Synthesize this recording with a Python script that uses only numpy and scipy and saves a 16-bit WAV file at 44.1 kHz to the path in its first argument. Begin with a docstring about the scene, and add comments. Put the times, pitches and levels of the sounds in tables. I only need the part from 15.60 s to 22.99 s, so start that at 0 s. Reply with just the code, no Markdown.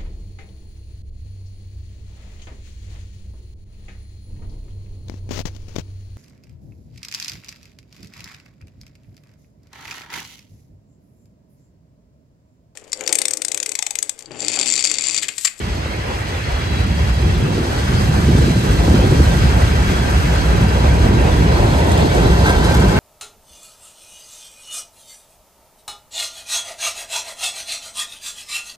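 """A freight train rolls past at a steady speed, some twenty metres away across open ballast.
Its hollow wagon bodies boom on their springs, their walls drum, and slack running gear knocks.
Rough treads force track bed, rails and steel wheels into vibration: a roar, a ringing and a hiss.
The roar grows wagon by wagon and throbs with each turn of the wheels. Near the end one rough wheel
draws near from the right, grinding and scuffing in quick swells, with a loud clank and a faint one."""
import sys
import numpy as np
from scipy import signal
from scipy.fft import rfft, irfft, next_fast_len
from scipy.io import wavfile
from scipy.ndimage import uniform_filter1d, map_coordinates

SR = 44100
rng = np.random.default_rng(int(sys.argv[2]) if len(sys.argv) > 2 else 0)


def to_wav(sig):
    """Store sig (one row per channel, or 1-D mono) as 16-bit WAV at the path in sys.argv[1].

    Samples outside -1..1 are clipped; the rate is SR.
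    """
    pcm = np.clip(np.atleast_2d(sig), -1, 1) * 32767
    pcm = np.round(pcm).astype(np.int16)
    wavfile.write(sys.argv[1], SR, pcm.T)  # frames by channels


N = 325899
TIME = np.arange(N) / SR

# coherence of the two channels: f/Hz, coherence (0-1)
COHERENCE = [(50, .98), (150, .94), (300, .87), (550, .65), (800, .52), (1100, .62), (1600, .22),
             (1900, .25), (2300, .5), (3000, .4), (4300, .6), (5300, .25), (7200, .35), (8500, .8),
             (12000, .8)]
# the open track lies to the right, so the left channel lags: f/Hz, lag/ms
LEFT_DELAY = [(100, 0), (250, .13), (400, .37), (600, .53), (920, .32), (1250, .32), (2100, .46),
              (2700, .39), (3300, .47), (4500, .43), (6000, .48), (7500, .38), (8500, .355), (11800, .34)]
# boom of the bodies, heavier as each bogie takes its load past: t/s, level/dB
BOOM_LEVELS = [(0, -27.5), (0.55, -27.5), (1.08, -24), (1.2, -22.5), (1.72, -20), (1.87, -27),
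               (2.25, -21.5), (2.35, -19.5), (2.87, -21), (3.02, -26), (3.13, -20.5), (3.5, -19),
               (3.8, -17), (4.15, -17.5), (4.42, -20.5), (4.7, -18.5), (5.4, -16), (6.37, -18.5),
               (6.85, -16.5), (7.39, -21.5)]
# weight of the deepest swaying within the boom: t/s, gain/dB
SWAY_DEPTH = [(0, -2), (2.2, 0), (3.6, 6), (5.2, 8.5), (7.39, 5)]
# steady shaking of the walls: t/s, drumming/dB, rattle/dB
WALL_SHAKING = [(0, -29, -31.5), (0.8, -32, -33.5), (1.3, -21.5, -30), (1.85, -25, -33), (2.1, -28, -24),
                (2.27, -22, -28), (2.45, -18.5, -28.5), (2.86, -13, -21), (2.94, -23, -30),
                (3.05, -17.5, -23), (3.35, -17, -22.5), (3.8, -17, -27), (4.45, -22, -26.5),
                (5.25, -21, -26), (5.8, -17.5, -21.5), (6.25, -21, -23), (7.39, -17.0, -21.0)]
# harder shaking over uneven track: t/s, half length/s, drumming/dB, rattle/dB
SHAKING_BOUTS = [(1.665, 0.031, -17, -25), (1.832, 0.065, -17.5, -22.5), (1.986, 0.035, -39, -23),
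                 (2.35, 0.032, -18, -29), (2.58, 0.023, -21, -29), (2.723, .04, -15.5, -25),
                 (2.973, 0.018, -10.5, -32), (3.325, .025, -14, -19), (3.56, 0.058, -18, -19.5),
                 (5.03, 0.036, -13, -27), (5.497, 0.06, -16, -19.5)]
# spectra of the bodies' boom and the walls' drumming and rattle: f/Hz, level/dB
BOOM_SPECTRUM = [(20, -39), (31, -34), (40, -18), (50, -9.5), (63, -3), (80, -6), (100, -8.5), (125, -15.5),
                 (190, -40)]
DRUM_SPECTRUM = [(70, -12), (115, 1), (160, 0), (210, -4), (270, -17), (420, -29)]
RATTLE_SPECTRUM = [(150, -13), (240, 0.5), (310, -0.5), (410, -2), (520, -12), (800, -45), (1400, -47)]
# rolling contact: t/s, track bed/dB, rails/dB, wheels/dB, hiss/dB
ROLLING_LEVELS = [(0, -34.5, -43, -37.5, -48), (0.9, -33, -40, -33, -45.5), (1.85, -33, -40, -36.5, -43),
                  (2.25, -31, -37.5, -34.5, -40), (3.4, -27, -37, -34.5, -38),
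                  (4.2, -28.5, -35, -31.5, -38.5), (4.9, -28.5, -35.5, -33, -40),
                  (5.5, -26.5, -36, -32.5, -41), (6.25, -24, -40, -34, -38.5),
                  (6.7, -26.5, -39.5, -37, -37.5), (7.39, -23.5, -33.5, -37, -37)]
# spectra of track bed, rails, wheel discs, rims and hiss: f/Hz, level/dB
BED_SPECTRUM = [(300, -12), (450, 2), (570, 3), (780, 1), (880, -0.5), (1000, 0.5), (1150, -13),
                (1500, -18)]
RAIL_SPECTRUM = [(700, -47), (1100, 5), (1400, 6.5), (1700, 1.5), (1950, -12.5), (2500, -17.5)]
DISC_SPECTRUM = [(1000, -26), (1600, 0.5), (1950, 4.5), (2300, 2.5), (2750, 0.5), (3050, -2), (3700, -33),
                 (5000, -23)]
RIM_SPECTRUM = [(2600, -16), (3200, 1.5), (3600, 1.5), (4400, 1), (5000, -0.5), (6000, -2.5), (8000, -10.5)]
HISS_SPECTRUM = [(3500, -16), (6200, 0), (7300, -2), (8500, -.5), (10300, -6), (12600, -6.5), (13600, -20),
                 (15500, -26)]
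# upper modes of the wheels: f/Hz, width/Hz, level/dB
UPPER_MODES = [(1746, 150, -2), (1945, 76, 0), (2696, 140, -4), (3120, 115, -3.5), (3316, 82, 1),
               (3964, 120, -3.5), (4450, 150, -11.5), (5050, 140, -9)]
# wheel size, and so pitch, varies from bogie to bogie: t/s, shift/semitones
WHEEL_PITCH = [(0, 0.095), (1.1, 0.06), (2.2, -.25), (3.0, 0.054), (4.3, 0.067), (5.3, 0), (6.4, 0.18),
               (7.39, 0.097)]
# modes of frames and walls: f/Hz, level/dB, T60/s
FRAME_RESONANCES = [(132, 11.5, 0.036), (165.4, 0.5, 0.1), (221, 1, 0.084), (295, -2, 0.049),
                    (343, -2, 0.11), (440, -1, 0.026), (522, -4, 0.035), (666, -6, 0.01),
                    (806, -14.5, 0.021)]
# knocks of the running gear: t/s, deep thud/dB, hollow bonk/dB, hard clack/dB
GEAR_KNOCKS = [(0.257, -31, -27, -14), (1.629, -32, -17.5, -26), (1.978, -22, -12, -21),
               (2.312, -21, -25, -26), (2.399, -18, -18, -26), (2.488, -15.5, -24, -28),
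               (2.684, -17, -11, -18), (2.748, -16, -10.5, -13), (2.805, -23, -20, -24),
               (2.842, -13.5, -27, -23), (2.877, -19, -11, -20), (2.902, -10, -18, -24),
               (2.958, -22, -21, -13), (3.098, -15, -16, -22), (3.278, -24, -10, -7),
               (3.343, -8.5, -13.5, -21), (3.391, -24, -23, -5), (3.437, -17, -8, -7),
               (3.465, -19, -18, -18), (3.519, -21, -11.5, -8), (3.598, -23, -13.5, -11),
               (3.834, -13.5, -24, -28), (4.672, -27, -32, -26), (5.24, -17, -23, -15),
               (5.459, -12, -13, -13), (5.572, -14, -26, -18), (5.863, -22, -20, -22),
               (6.112, -28, -20, -9), (6.651, -11, -19, -13), (7.11, -30, -25, -3)]
# heavy lurches of a body on its springs: t/s, peak/dB
BODY_LURCHES = [(0.121, -13), (.944, -7.5), (1.21, -11), (1.322, -10), (1.42, -10), (1.526, -9),
                (1.66, -12), (1.787, -9.5), (2.41, -17), (2.667, -11), (2.759, -9.5), (2.829, -7),
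                (3.105, -4), (3.202, -6), (3.313, -7.5), (3.41, -5), (3.489, -14), (3.599, -6),
                (3.689, -10), (3.868, -10), (3.98, -9.5), (4.048, -7), (4.105, -7), (4.218, -7),
                (4.567, -8), (4.902, -8), (4.982, -8), (5.286, -4), (5.397, -14), (5.451, -12),
                (5.801, -11), (6.518, -7), (6.718, -9), (6.972, -8), (7.191, -5), (7.279, -4.5)]
# single wheels singing out: t/s, f/Hz, level/dB, half length/s, purity (0-1)
FLANGE_SQUEAKS = [(0.33, 2150, -40, .1, .1), (.3, 4380, -46, 0.22, .4), (0.557, 3400, -50, 0.17, .3),
                  (0.96, 3340, -41, 0.14, .4), (1.17, 3330, -40, 0.08, 0.6), (1.42, 3320, -41, .15, .35),
                  (0.93, 4300, -46, .12, 0.5), (1.147, 3960, -39, .12, .15), (1.1, 4150, -50, .25, 0),
                  (1.3, 4480, -45, .25, 0), (1.682, 3315, -42, 0.12, 0.4), (1.653, 3990, -45, 0.12, .5),
                  (1.917, 3925, -47, 0.13, 0.5), (2.3, 3300, -47, .2, .4), (2.39, 4860, -39, 0.047, 0),
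                  (2.557, 3090, -48, .3, .2), (2.93, 4030, -42, 0.11, .3), (3.37, 3100, -36, .07, .3),
                  (3.63, 5640, -44, .06, .1), (3.699, 3120, -53, .25, .2), (3.84, 4970, -41, .08, .3),
                  (4.28, 2240, -38, .07, .1), (4.341, 3325, -38, .13, 0.8), (4.9, 3310, -45, 0.23, .3),
                  (5.005, 2620, -40, 0.089, .4), (5.094, 3960, -44, .1, .3), (5.302, 2390, -38.5, 0.087, 0),
                  (5.973, 4380, -39, .08, 0.2), (6.39, 2750, -42, 0.09, .2), (6.412, 3340, -41, .1, 0.06),
                  (6.42, 4520, -47, .14, 0), (6.659, 4020, -37, .04, 0), (6.951, 3140, -45, 0.11, .2),
                  (7.36, 2190, -35, .07, 0), (7.37, 2740, -34.5, .06, 0)]
# modes of one bogie's worn wheels: f/Hz, width/Hz, level/dB
WORN_WHEEL_MODES = [(1310, 170, -1), (1465, 60, 1.5), (1625, 70, -1), (2180, 110, -2), (4170, 90, -11),
                    (4530, 90, -9), (5020, 80, -8)]
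# hopper wagons going by: t/s, half length/s, level/dB
HOPPER_PASSES = [(4.848, 0.54, -25), (6.805, 0.73, -21)]
# their resonances: f/Hz, width/Hz, level/dB
HOPPER_RESONANCES = [(167, 25.6, 0.5), (370, 113, -14.5), (436, 55, -14.5), (565, 65, -21.5),
                     (712, 100, -18), (875, 150, -20.5)]
# approach of the rough wheel: t/s, left lag/ms, grinding/dB, ringing/dB
ROUGH_APPROACH = [(5.5, 0.43, -52, -61), (5.88, 0.26, -27, -46), (6.3, 0.24, -30, -37),
                  (6.75, 0.24, -26, -44), (7.0, 0.2, -25, -37), (7.39, 0.11, -31.5, -47)]
# its swells, about one a turn: t/s, grinding/dB, ringing/dB
ROUGH_SWELLS = [(6.4, -36, -32.5), (6.64, -25, -36), (6.885, -21, -37), (7.07, -33, -44),
                (7.385, -20.5, -33)]
# spectra of its grinding, ringing and scuffing: f/Hz, level/dB
GRIND_SPECTRUM = [(420, -4), (700, -3.5), (860, 3.5), (1010, 2), (1150, -5), (1420, 0), (1570, 6),
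                  (1700, -11.5), (2150, -5), (2700, -16)]
RING_SPECTRUM = [(2100, 3.5), (2450, 1), (2760, -1), (2920, -7), (3110, -6), (3350, 4), (3650, 5),
                 (4000, 7), (4600, 0), (5500, -21.5)]
SCUFF_SPECTRUM = [(400, 9), (900, 7), (1350, 7), (1580, 11), (1800, 2), (2200, -2), (3200, 12), (4500, 7.5),
                  (7000, 6.5), (8500, 7.5), (10500, 1), (12500, -2), (15500, -12)]
# its rough patch rubbing the rail: t/s, peak/dB
PATCH_SCUFFS = [(6.311, -31), (6.375, -31), (6.545, -34), (6.625, -37), (6.862, -30), (6.893, -28),
                (6.912, -34), (7.04, -29), (7.108, -28.5), (7.139, -29)]
# its flat meeting the rail: t/s, level/dB
FLAT_CLANKS = [(6.867, -15.5), (7.035, -27)]
# modes that ring in a clank: f/Hz, level/dB, T60/s
CLANK_RESONANCES = [(1010, -6, 0.32), (1320, -5, 0.33), (1410, -10, .2), (1575, 1, 0.36), (2160, -13, .2),
                    (2649, -12, .2), (3962, -15, .2)]


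def from_db(db):
    """Amplitude ratio of a level in decibels."""
    return np.exp(np.asarray(db) * np.log(10) / 20)


def rms_one(x):
    """Normalisation to unit rms."""
    return x / np.sqrt(np.mean(x ** 2) + 1e-20)


def gains_in_time(rows):
    """Interpolation in time: each level column becomes a gain per sample."""
    times, *levels = np.transpose(rows)
    return [from_db(np.interp(TIME, times, db)) for db in levels]


def with_swells(steady, times, half_lengths, peaks_db):
    """Incoherent addition: bell-shaped swells add to a steady gain in power."""
    power = steady ** 2
    for s, half_s, peak_db in np.broadcast(times, half_lengths, peaks_db):
        near = np.abs(TIME - s) < 3 * half_s
        power[near] += from_db(peak_db) ** 2 * np.exp(-((TIME[near] - s) / half_s) ** 2)
    return np.sqrt(power)


def following(drive, share):
    """Power law: a gain about 1 whose swing in dB is share times that of the drive."""
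    return (drive / np.median(drive)) ** share


def drift(rate):
    """Low-passed noise of unit rms, turning about rate times a second."""
    step, settle = 40, 2000
    pole = np.exp(-2 * np.pi * rate * step / SR)
    white = rng.standard_normal(N // step + settle + 2)
    slow = signal.lfilter([1], [1, -2 * pole, pole * pole], white)[settle:]
    return np.interp(np.arange(N) / step, np.arange(len(slow)), rms_one(slow))


def at_hz(points, hz):
    """Interpolation on a logarithmic frequency axis."""
    known_hz, values = np.transpose(points)
    return np.interp(np.log(hz), np.log(known_hz), values)


def colour(points):
    """Spectral envelope: gain against frequency, falling 18 dB an octave beyond the table."""
    low, high = points[0][0], points[-1][0]
    return lambda hz: from_db(at_hz(points, hz)) * np.minimum(1, np.minimum(hz / low, high / hz)) ** 3


def resonances(modes):
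    """Modal superposition: gain against frequency as a sum of Lorentzian peaks."""
    return lambda hz: sum(from_db(db) / (1 + (2 * (hz - f) / width) ** 2) for f, width, db in modes)


def point_noise(gain_at):
    """A point source: one channel of coloured noise at unit rms."""
    size = next_fast_len(N, True)
    hz = np.maximum(np.arange(size // 2 + 1) * SR / size, 1)
    return rms_one(irfft(rfft(rng.standard_normal(size)) * gain_at(hz), size)[:N])


def stereo_noise(gain_at):
    """Partial coherence: two channels of coloured noise, the left later, their mean at unit rms."""
    size = next_fast_len(N, True)
    hz = np.maximum(np.arange(size // 2 + 1) * SR / size, 1)
    mid, side = rfft(rng.standard_normal((2, size), dtype=np.float32))
    coherence = at_hz(COHERENCE, hz)
    pair = np.sqrt(1 + coherence) * mid + np.sqrt(1 - coherence) * side * [[1], [-1]]
    pair[0] *= np.exp(-2j * np.pi * hz * at_hz(LEFT_DELAY, hz) / 1000)
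    out = irfft((pair * gain_at(hz)).astype(np.complex64), size)[:, :N]
    return out / out.mean(0).std()


def steadied(x, span_s):
    """Division by the running rms evens out swells longer than span_s."""
    return x / np.sqrt(uniform_filter1d(x.mean(0) ** 2, int(span_s * SR)) + 1e-6)


def wall_shaking():
    """Base excitation: uneven track adds bouts to the steady gains of drumming and rattle."""
    drum, rattle = gains_in_time(WALL_SHAKING)
    s, half_s, drum_db, rattle_db = np.transpose(SHAKING_BOUTS)
    return with_swells(drum, s, half_s, drum_db), with_swells(rattle, s, half_s, rattle_db)


def wagon_bodies(drum, rattle, sway_hz=62):
    """Forced vibration: hollow bodies sway and boom on their springs; their walls drum and rattle."""
    boom, = gains_in_time(BOOM_LEVELS)
    depth, = gains_in_time(SWAY_DEPTH)
    boom = boom * from_db(2.7 + drift(13.6))
    heave = stereo_noise(colour(BOOM_SPECTRUM))
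    sway = signal.sosfiltfilt(signal.butter(2, sway_hz, fs=SR, output="sos"), heave)
    booming = boom * steadied(heave + (depth - 1) * sway, span_s=0.073)
    drum = drum * from_db(-1.16 + drift(8.7))
    drumming = drum * steadied(stereo_noise(colour(DRUM_SPECTRUM)), span_s=0.13)
    rattle = rattle * from_db(-2 + 2 * drift(34))
    rattling = rattle * steadied(stereo_noise(colour(RATTLE_SPECTRUM)), span_s=0.088)
    return booming + drumming + rattling


def wheels_on_rails(bed, rail, wheel, hiss, turn_s=0.2367, crest_s=4.05, throb_db=0.6):
    """Roughness excitation: treads drive bed, rails and wheels; out-of-round wheels throb each turn."""
    turn_phase = 2 * np.pi * (TIME - crest_s) / turn_s + 0.53 * drift(0.7)
    throb = from_db(throb_db * np.cos(turn_phase))
    roar = bed * from_db(-1.2 + 1.7 * drift(8.9)) * stereo_noise(colour(BED_SPECTRUM))
    grind = rail * from_db(0.9 + 1.6 * drift(21)) * stereo_noise(colour(RAIL_SPECTRUM))
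    discs = wheel * from_db(-1.6 + 0.83 * drift(14)) * stereo_noise(colour(DISC_SPECTRUM))
    rims = following(hiss, share=0.58) * from_db(-37.5 + drift(8.2)) * stereo_noise(colour(RIM_SPECTRUM))
    sizzle = hiss * from_db(-3 + 1.44 * drift(26)) * stereo_noise(colour(HISS_SPECTRUM))
    toward_right, toward_left = from_db([[-0.94], [0.94]]), from_db([[0.54], [-0.54]])
    contact = from_db(0.49 * drift(26))
    full_throb = throb * (grind + discs + rims * toward_left)
    half_throb = np.sqrt(throb) * (roar * toward_right + sizzle)
    return contact * (full_throb + half_throb)


def wheel_ring(rail, hiss, lowest_hz=1563, width_hz=85):
    """Modal overlap: many wheels of nearly equal size blur each mode into a narrow, fluttering band."""
    lowest_gain = following(rail, share=2) * from_db(-43 + 2 * drift(29))
    lowest = stereo_noise(resonances([(lowest_hz, width_hz, 0)]))
    semitones = np.interp(TIME, *np.transpose(WHEEL_PITCH))
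    read_at = np.cumsum(2 ** (semitones / 12))  # resampling shifts the upper modes together
    bands = stereo_noise(resonances(UPPER_MODES))
    upper = np.array([map_coordinates(side, [read_at], order=3, mode="mirror") for side in bands])
    upper_gain = following(hiss, share=0.44) * from_db(-39.5 + drift(3.7))
    return lowest_gain * lowest + upper_gain * upper


def treble_flicker(hiss, pings_per_s=90, low_hz=1700, high_hz=5200, t60=0.21, rise_s=0.002):
    """Damped sinusoids: brief faint pings at random pitches and places make the treble flicker."""
    starts = np.flatnonzero(rng.random(N) < pings_per_s / SR)
    age = np.arange(int(t60 * SR)) / SR
    envelope = from_db(-60 * age / t60) * (1 - np.exp(-age / rise_s))
    out = np.zeros((2, N + len(age)))
    for i, (pitch, strength, place) in zip(starts, rng.random((len(starts), 3))):
        hz = low_hz * (high_hz / low_hz) ** pitch
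        gain = from_db(7 * strength) * np.sqrt(low_hz / hz)  # higher pings are weaker
        ping = gain * envelope * np.sin(2 * np.pi * hz * age)
        out[:, i:i + len(age)] += np.outer([np.cos(np.pi * place), np.sin(np.pi * place)], ping)
    return following(hiss, share=0.47) * from_db(-38) * rms_one(out[:, :N])


def ring(clicks, hz, t60):
    """Damped resonator: a unit impulse starts a decaying sine of amplitude 1."""
    radius, angle = from_db(-60 / (t60 * SR)), 2 * np.pi * hz / SR
    feedback = [1, -2 * radius * np.cos(angle), radius ** 2]
    return signal.lfilter([0, np.sin(angle)], feedback, clicks + 1e-18)


def strike_frame(starts, blows_db, spread_db):
    """Impulse response: each blow rings the frame modes in a mix of its own."""
    scatter_db = spread_db * rng.standard_normal((len(starts), len(FRAME_RESONANCES)))
    out = np.zeros(N)
    for k, (hz, mode_db, t60) in enumerate(FRAME_RESONANCES):
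        blow_db = blows_db[np.searchsorted([250, 480], hz)]  # thud, bonk or clack, by frequency
        clicks = np.bincount(starts, from_db(blow_db + mode_db + scatter_db[:, k]), N)
        out += (-1) ** k * ring(clicks, hz, t60)
    return out


def running_gear(rattle, jolts_per_s=28):
    """Impact excitation: slack bogies and couplers give hard knocks amid a run of small jolts."""
    s, *blows_db = np.transpose(GEAR_KNOCKS)
    knocks = strike_frame((s * SR).astype(int), blows_db, spread_db=2)
    starts = np.flatnonzero(rng.random(N) < jolts_per_s / SR)
    size_db = 6.7 * rng.standard_normal(len(starts))
    jolts = rms_one(strike_frame(starts, (size_db, size_db, size_db - 7), spread_db=2.5))
    return knocks + from_db(-7.5) * rattle * jolts


def lurches(bounce_hz=63, spread=0.17, half_s=0.018):
    """Mass on a spring: a loaded body drops and bounces for two or three cycles at its own pitch."""
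    out = np.zeros(N)
    draws = rng.uniform(-0.62, 1, (len(BODY_LURCHES), 2))
    for (s, peak_db), (tuning, phase) in zip(BODY_LURCHES, draws):
        near = np.abs(TIME - s) < 3 * half_s
        age = TIME[near] - s
        bounce = np.sin(2 * np.pi * bounce_hz * (1 + spread * tuning) * age + np.pi * phase)
        out[near] += from_db(peak_db) * np.exp(-(age / half_s) ** 2) * bounce
    return out


def faint_squeaks(count=40, detune=0.0255, half_s=0.063):
    """Mistuned modes: squeak rows for wheels that each sing on one mode, louder as the hiss grows."""
    when, which, tuning = rng.random((count, 3)).T
    times = when * N / SR
    mode_hz, _, mode_db = np.array(UPPER_MODES)[(which * len(UPPER_MODES)).astype(int)].T
    hz = mode_hz * (1 + detune * (2 * tuning - 1))
    s, *_, hiss_db = np.transpose(ROLLING_LEVELS)
    drive_db = np.interp(times, s, hiss_db - np.median(hiss_db))
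    return list(np.broadcast(times, hz, -41.5 + mode_db + drive_db, half_s, 0))


def squeaks(flutter_hz=38, doppler_fall_per_s=0.0177, left_lag_s=0.00022):
    """Friction excitation: a flange brushes the rail; one mode swells and sinks by Doppler shift."""
    out = np.zeros((2, N))
    flutter = drift(flutter_hz) + 1j * drift(flutter_hz)
    wobble = np.sqrt(2) * np.exp(0.62j * drift(13))
    for s, hz, level_db, half_s, purity in FLANGE_SQUEAKS + faint_squeaks():
        near = np.arange(max(int((s - 2 * half_s) * SR), 0), min(int((s + 2 * half_s) * SR), N))
        age = TIME[near] - s
        tone = np.exp(2j * np.pi * hz * (age - doppler_fall_per_s * age ** 2 / 2))
        pure = wobble[near] * np.exp(-2j * np.pi * hz * np.array([[left_lag_s], [0]]))
        rough = flutter[(near + rng.integers(0, N, (2, 1))) % N]  # unlike in the two channels
        modulation = np.sqrt(purity) * pure + np.sqrt(1 - purity) * rough
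        out[:, near] += from_db(level_db) * np.exp(-(age / half_s) ** 2) * (tone * modulation).real
    return out


def worn_bogie(pass_s=4.2, half_s=0.45, level_db=-35):
    """Modal excitation: worn treads set more wheel modes clanging while their bogie is near."""
    nearness = with_swells(np.zeros(N), [pass_s], [half_s], [level_db])
    return nearness * from_db(2 * drift(12)) * stereo_noise(resonances(WORN_WHEEL_MODES))


def hoppers(flutter_db=3.5):
    """Resonance: shaken by the rolling, hollow steel hoppers resound as they pass."""
    nearness = with_swells(np.zeros(N), *np.transpose(HOPPER_PASSES))
    return nearness * from_db(flutter_db * drift(6.6)) * stereo_noise(resonances(HOPPER_RESONANCES))


def rough_wheel(flutter_db=1.5, swell_half_s=0.025):
    """Path difference: the left lag shrinks as a grinding, ringing wheel nears from the right."""
    _, *steady = gains_in_time(ROUGH_APPROACH)
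    s, *peaks_db = np.transpose(ROUGH_SWELLS)
    grind, sing = (with_swells(gain, s, swell_half_s, db) for gain, db in zip(steady, peaks_db))
    flutter = from_db(flutter_db * drift(31))
    grinding = grind * point_noise(colour(GRIND_SPECTRUM))
    ringing = sing * point_noise(colour(RING_SPECTRUM))
    right = flutter * (grinding + ringing) + scuffs() + clanks()
    lag_s = np.interp(TIME, *np.transpose(ROUGH_APPROACH)[:2]) / 1000
    left = map_coordinates(right, [(TIME - lag_s) * SR], order=3)
    return np.array([left, right])


def scuffs(rise_s=0.0059, grain_db=4.5):
    """Friction noise: a rough patch rubs the rail in a brief, broad, grainy rasp."""
    swell = np.zeros(N)
    age = np.arange(int(10 * rise_s * SR)) / (rise_s * SR)  # in rise times
    for s, peak_db in PATCH_SCUFFS:
        i = int(s * SR)
        swell[i:i + len(age)] += (from_db(peak_db) * age * np.exp(1 - age))[:N - i]
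    return swell * from_db(grain_db * drift(150)) * point_noise(colour(SCUFF_SPECTRUM))


def clanks(rise_s=0.007):
    """Free decay: a flat drags onto the rail and the wheel's modes ring out."""
    out = np.zeros(N)
    for s, level_db in FLAT_CLANKS:
        start = int(s * SR)
        age = TIME[:N - start]
        for hz, mode_db, t60 in CLANK_RESONANCES:
            envelope = (1 - np.exp(-age / rise_s)) * from_db(-60 * age / t60)
            out[start:] += from_db(level_db + mode_db) * envelope * np.sin(2 * np.pi * hz * age)
    return out


def scene():
    """Superposition of all the sources; the low sounds are a little stronger on the right."""
    drum, rattle = wall_shaking()
    bed, rail, wheel, hiss = gains_in_time(ROLLING_LEVELS)
    bodies = wagon_bodies(drum, rattle) + lurches() + running_gear(rattle) + hoppers()
    bodies *= from_db([[-0.33], [0.33]])
    rolling = wheels_on_rails(bed, rail, wheel, hiss) + wheel_ring(rail, hiss)
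    return bodies + rolling + squeaks() + treble_flicker(hiss) + rough_wheel()


def record(dry, ceiling=0.95, low_cut_hz=30, high_cut_hz=15600):
    """Band limiting and saturation: the microphone drops rumble, rounds peaks and cuts the top."""
    heard = signal.sosfiltfilt(signal.butter(2, low_cut_hz, "high", fs=SR, output="sos"), dry)
    rounded = heard / (1 + (heard / ceiling) ** 6) ** (1 / 6)
    return signal.sosfilt(signal.ellip(10, 0.1, 80, high_cut_hz, fs=SR, output="sos"), rounded)


dry = scene()
out = record(dry)
to_wav(out)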